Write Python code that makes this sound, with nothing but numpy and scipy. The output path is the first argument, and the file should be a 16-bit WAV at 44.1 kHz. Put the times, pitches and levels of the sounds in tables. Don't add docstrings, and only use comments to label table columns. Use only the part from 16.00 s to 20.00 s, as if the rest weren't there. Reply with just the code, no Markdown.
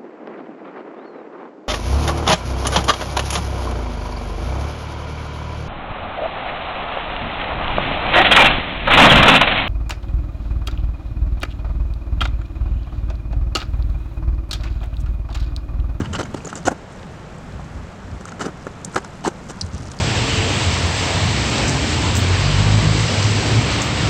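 import sys
import numpy as np
from scipy import signal
from scipy.io import wavfile
from scipy.ndimage import uniform_filter1d

SR = 44100
rng = np.random.default_rng(int(sys.argv[2]) if len(sys.argv) > 2 else 0)


def digitize_waveform(pressure):
    field = np.atleast_2d(pressure).T
    bounded = np.clip(field, -1, 1)
    quanta = np.round(bounded * 32767).astype(np.int16)
    wavfile.write(sys.argv[1], SR, quanta)


N = 176400

# start_s, rise_s, fall_s, hollow_hz, thud_db, body_db, ring_db, grit_db
BOOT_CRUNCHES = [(0,0.0016,0.027,256,-25.5,-33.5,-48,-46), (.033,0.025,0.01,300,-61,-36,-45.5,-54),
                 (.128,0.0085,.02,390,-35,-33,-44,-39.5), (.145,0.013,0.016,565,-36,-29,-35,-41),
                 (.183,.015,0.0098,496,-24.5,-29,-36,-39.5), (.203,.011,0.0066,455,-24.5,-27,-39,-38.5),
                 (.228,0.0037,0.0064,262,-28,-41,-41.5,-46), (.25,0.0053,0.021,500,-56,-39,-53,-51.5),
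                 (.341,0.0059,0.003,280,-24.5,-37.5,-39,-43.5), (.36,0.018,0.017,400,-41,-40,-48.5,-52),
                 (.446,.003,0.01,420,-33.5,-38.5,-47.5,-54), (.468,0.0028,0.0068,536,-28.5,-37,-48,-44),
                 (.484,0.016,0.013,400,-47,-44,-45.5,-44.5), (.527,0.0028,0.012,810,-33,-35,-49,-50),
                 (.553,.0039,0.019,404,-36.5,-40,-43.5,-42), (.57,0.0063,0.029,500,-42,-45,-50,-43),
                 (.653,0.022,0.0065,258,-23,-26,-34,-32.5), (.672,0.0098,0.0095,680,-17.5,-19.5,-35,-30.5),
                 (.704,0.015,0.014,600,-25,-35.5,-53,-49), (2.203,0.0071,0.036,400,-45,-45.5,-60,-54),
                 (2.274,0.013,.008,500,-54,-38,-48.5,-48.5), (2.317,.0041,.008,500,-37.5,-36.5,-46,-50),
                 (2.395,0.022,0.026,384,-29,-30.5,-37.5,-39), (2.44,0.022,0.013,365,-27,-33,-42.5,-42.5),
                 (2.474,0.0072,0.021,334,-32.5,-37,-57,-56), (2.667,.0023,0.012,378,-31.5,-36.5,-51,-50),
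                 (2.936,0.012,.005,400,-41,-34,-59,-46), (2.957,0.0052,0.0091,404,-18,-20.5,-31,-33),
                 (2.969,0.01,0.011,377,-25,-28,-39.5,-39), (3.044,0.0028,0.0045,600,-57,-34,-44,-44.5),
                 (3.24,0.019,0.032,890,-26.5,-29,-36.5,-39.5), (3.266,0.014,0.0091,332,-18,-24.5,-37.5,-33),
                 (3.486,0.02,.015,430,-34.5,-40,-45.5,-41)]
# freq_hz, gain_db
THUD_SPECTRUM = [(60, -23.5), (160, -3.5), (240, 4), (370, -1), (480, -2), (680, -4.5), (900, -3.5),
                 (1600, -36)]
BODY_SPECTRUM = [(350, -42.5), (700, -8), (950, 0.5), (1150, 0), (1430, 1.5), (1650, -2.5), (1900, -8.5),
                 (2300, -13), (3500, -43)]
RING_SPECTRUM = [(1500, -18), (2450, -7.5), (2950, -0.5), (3350, -8.5), (4000, -6), (4700, -7),
                 (5400, -9.5), (7000, -62)]
GRIT_SPECTRUM = [(3500, -45), (5000, -7), (5900, 3.5), (6800, 2), (7600, 1.5), (8700, -4.5), (9700, -12.5),
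                 (12000, -14), (15000, -40)]
# start_s, peak_db, pitch_hz, length_s
SOLE_KNOCKS = [(.0015, -14.5, 330, 0.0073), (.2135, -40, 643, 0.0066), (.3455, -11.5, 273, 0.0068),
               (.5275, -20.5, 1420, .0045), (.6785, -5.5, 585, 0.00392), (.6825, -3.5, 710, 0.0038),
               (1.595, -24.5, 890, 0.0036), (2.2535, -25, 1300, .005), (2.3205, -28, 1400, 0.01),
               (2.41, -15, 1410, .005), (2.4635, -12.5, 330, 0.0076), (2.667, -16, 370, 0.0035),
               (2.668, -16.5, 1200, 0.0023), (2.9635, -5.5, 1390, 0.003), (3.2485, -12.5, 910, 0.005),
               (3.2785, -13, 274, 0.00616)]
# start_s, peak_db, pitch_hz, width_hz
SNAPS = [(.016, -29.5, 2980, 400), (.058, -28, 2900, 400), (.131, -28, 6650, 900),
         (.134, -24.5, 3070, 350), (.1515, -18.5, 2930, 300), (.2305, -28, 3040, 500),
         (.238, -30, 6300, 700), (.405, -33.5, 2600, 600), (.4485, -25, 7000, 1800),
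         (.4555, -23, 6900, 704), (.476, -23, 6640, 600), (.5548, -19, 7350, 1300),
         (.565, -29, 7100, 700), (.5775, -29, 7100, 700), (.656, -21, 6660, 600),
         (.663, -29, 6600, 600), (.6735, -15, 6940, 600), (.995, -37, 3500, 1500),
         (1.03, -34, 3280, 1500), (1.383, -41, 7850, 900), (1.523, -34, 4000, 2500),
         (1.645, -38, 6460, 2000), (2.115, -35, 3500, 3000), (2.2545, -23, 6900, 3520),
         (2.294, -31.5, 6560, 1000), (2.8473, -15, 6700, 3000), (2.8489, -12.5, 7400, 3240),
         (2.8507, -32, 7500, 2600), (2.852, -34, 7200, 2000), (2.927, -34, 7460, 4000),
         (2.947, -23, 6950, 3500), (3.0478, -26, 5460, 4000), (3.6118, -11, 5250, 1480),
         (3.6133, -15.5, 4330, 900), (3.6143, -19, 8000, 2500), (3.6155, -18.5, 4570, 1200),
         (3.62, -24, 5200, 1200), (3.665, -30, 6500, 3500), (3.748, -27, 5900, 2500),
         (3.78, -27, 5500, 2500), (3.917, -21.5, 6660, 2500), (3.989, -24.5, 4900, 2500)]
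# time_s, level_db
LOOSE_LEVELS = [(0, -59), (.28, -64), (.32, -53), (.6, -53), (.78, -57), (.87, -60.5), (.93, -52),
                (1.12, -59), (2.15, -57.5), (2.24, -58), (2.5, -57), (2.6, -53), (2.86, -56), (2.93, -48),
                (3.1, -52.5), (3.45, -51.5), (3.64, -47.5), (3.71, -50.5), (3.75, -43), (3.82, -47.5),
                (3.9, -43), (4, -48)]
# freq_hz, gain_db
LOOSE_SPECTRUM = [(500, -4), (1300, 10), (2400, -3), (4000, -1.5), (6700, 0), (8200, -3.5), (10000, -13),
                  (12000, -14), (15000, -42)]
# time_s, level_db
BREEZE_LEVELS = [(0, -31.5), (.25, -31), (.5, -36.5), (.62, -35), (.88, -39.5), (1.02, -35), (1.22, -36.5),
                 (1.5, -34.5), (1.7, -34.5), (1.95, -37.5), (2.3, -36.5), (2.78, -37), (2.87, -38),
                 (2.97, -38), (3.5, -36), (4, -35.5)]
# freq_hz, gain_db
BREEZE_SPECTRUM = [(15, -12), (35, -2), (60, 0), (110, -1), (175, 1.5), (240, -4), (330, -15.5), (700, -45)]
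# crest_s, length_s, level_db, pitch_hz
WIND_EDDIES = [(0.016, 0.065, -19.5, 102), (0.092, 0.12, -25, 92.5), (0.183, 0.15, -28.5, 96),
               (0.677, 0.077, -27.5, 90), (1.586, 0.19, -31, 68), (1.796, 0.15, -28, 57.5),
               (2.07, 0.059, -31.5, 62), (2.142, 0.11, -27.5, 68), (2.874, 0.05, -31, 167),
               (3.64, 0.048, -22.5, 92.5), (3.684, 0.081, -33, 94), (3.752, 0.047, -22.5, 93),
               (3.809, .05, -27.5, 87), (3.876, .09, -31, 90)]
# freq_hz, gain_db
HISS_SPECTRUM = [(20, -23), (150, -4.5), (250, -5.5), (355, -4), (600, -4), (1030, -8), (1370, -9.5),
                 (1700, -13), (2800, -19.5), (4640, -27), (7790, -29.5), (9500, -64), (12000, -52),
                 (15000, -63)]
# freq_hz, gain_db
MIC_RESPONSE = [(20, -1), (9000, -0.5), (11500, -8.5), (15000, -16)]


def steps(scatter_db=-15.5, scatter_t60_s=0.1):
    mix = np.zeros(N)
    for table, source in ((BOOT_CRUNCHES, crunch), (SOLE_KNOCKS, knock), (SNAPS, snap)):
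        for start_s, *row in table:
            add(mix, start_s, source(*row))
    t = np.arange(SR // 4) / SR
    tail = rng.standard_normal(len(t)) * amp(-60 * t / scatter_t60_s)
    return mix + amp(scatter_db) * signal.fftconvolve(mix, tail / np.linalg.norm(tail))[:N]


def crunch(rise_s, fall_s, hollow_hz, *levels_db, hollow_db=3, stop_s=0.0045, size=4096):
    t = np.arange(size) / SR
    length_s = rise_s + fall_s
    load_db = np.interp(t, [0, rise_s, length_s], [-10.5, 0, -16.5])
    load = amp(load_db) * np.clip((length_s - t) / stop_s + 1, 0, 1)
    spectra = THUD_SPECTRUM, BODY_SPECTRUM, RING_SPECTRUM, GRIT_SPECTRUM
    thud, body, ring, grit = (colour(load * grains(size), spectrum) for spectrum in spectra)
    hollow = amp(hollow_db) * resonate(thud, hollow_hz, q=3)
    parts = thud + hollow, body, chips(ring), chips(grit)
    mix = sum(amp(db) * unit(part) for db, part in zip(levels_db, parts))
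    return mix * np.sqrt(length_s * SR / size)


def grains(size, rate_per_s=1900, spread_db=4):
    chance, quantile, polarity = rng.random((3, size))
    strength_db = spread_db * np.minimum(-np.log(1 - quantile), 3.5)
    return (chance < rate_per_s / SR) * amp(strength_db) * np.sign(polarity - .5)


def chips(drive, count=6, low_hz=2724, high_hz=8350, gain_db=1):
    positions = (np.arange(count) + rng.random(count)) / count
    pitches_hz = low_hz * (high_hz / low_hz) ** positions
    return drive + amp(gain_db) * sum(resonate(drive, hz, q=46) for hz in pitches_hz)


def knock(peak_db, pitch_hz, length_s):
    t = np.arange(0, length_s, 1 / SR)
    envelope = amp(peak_db) * np.sin(np.pi * t / length_s) ** 2
    return envelope * -np.cos(2 * np.pi * pitch_hz * (t - length_s / 2))


def snap(peak_db, pitch_hz, width_hz, splinter_gain=0.17, decay_s=0.0022, size=1024):
    t = np.arange(size) / SR
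    fracture = t == 0
    splinters = splinter_gain * rng.standard_normal(size) * np.exp(-t / decay_s)
    q = pitch_hz / width_hz
    ring = resonate(resonate(fracture + splinters, pitch_hz, q), pitch_hz, q)
    return amp(peak_db) * ring / abs(ring).max()


def loose_ice(sizes=12, low_hz=1200, high_hz=11100, rate_per_s=1900):
    pitches_hz = np.geomspace(low_hz, high_hz, sizes)
    ticks = sum(resonate(grains(N, rate_per_s / sizes), hz, q=4) for hz in pitches_hz)
    return level(LOOSE_LEVELS) * unit(colour(ticks, LOOSE_SPECTRUM))


def wind(smooth_samples=4000, eddy_q=1.375):
    air = unit(colour(rng.standard_normal(N), BREEZE_SPECTRUM))
    running_rms = np.sqrt(uniform_filter1d(air ** 2, smooth_samples) + 1e-6)
    mix = level(BREEZE_LEVELS) * air / running_rms
    t = np.arange(N) / SR
    for crest_s, length_s, level_db, pitch_hz in WIND_EDDIES:
        swell = np.cos(np.pi * np.clip((t - crest_s) / length_s, -.5, .5))
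        rumble = resonate(rng.standard_normal(N), pitch_hz, eddy_q)
        eddy = swell * resonate(rumble, pitch_hz, eddy_q)
        mix += amp(level_db) * eddy * np.linalg.norm(swell) / np.linalg.norm(eddy)
    return mix


def meltwater_hiss(level_db=-39.5):
    return amp(level_db) * unit(colour(rng.standard_normal(N), HISS_SPECTRUM))


def amp(db):
    return 10 ** (np.asarray(db) / 20)


def unit(x):
    return x / np.sqrt(np.mean(x ** 2) + 1e-20)


def add(mix, start_s, sound):
    part = mix[round(start_s * SR):][:len(sound)]
    part += sound[:len(part)]


def level(curve):
    return amp(np.interp(np.arange(N) / SR, *np.transpose(curve)))


def resonate(x, pitch_hz, q):
    return signal.lfilter(*signal.iirpeak(pitch_hz, q, SR), x)


def colour(x, spectrum, size=4096):
    freq_hz, gain_db = np.transpose(spectrum)
    bins_hz = abs(np.fft.fftfreq(size, 1 / SR)) + 1
    log_gain = np.log(amp(np.interp(np.log(bins_hz), np.log(freq_hz), gain_db)))
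    response = np.exp(np.conj(signal.hilbert(log_gain)))
    taps = np.fft.ifft(response).real[:size // 2]
    return signal.fftconvolve(x, taps)[:len(x)]


def scene():
    return (wind() + meltwater_hiss() + loose_ice() + steps())[None]


def record(dry):
    dull = colour(dry[0], MIC_RESPONSE)[None]
    cutoff_hz = 15250
    lowpass = signal.firwin(301, cutoff_hz, window=("kaiser", 8), fs=SR)
    return signal.oaconvolve(dull, lowpass[None], "same")


dry = scene()
out = record(dry)
digitize_waveform(out)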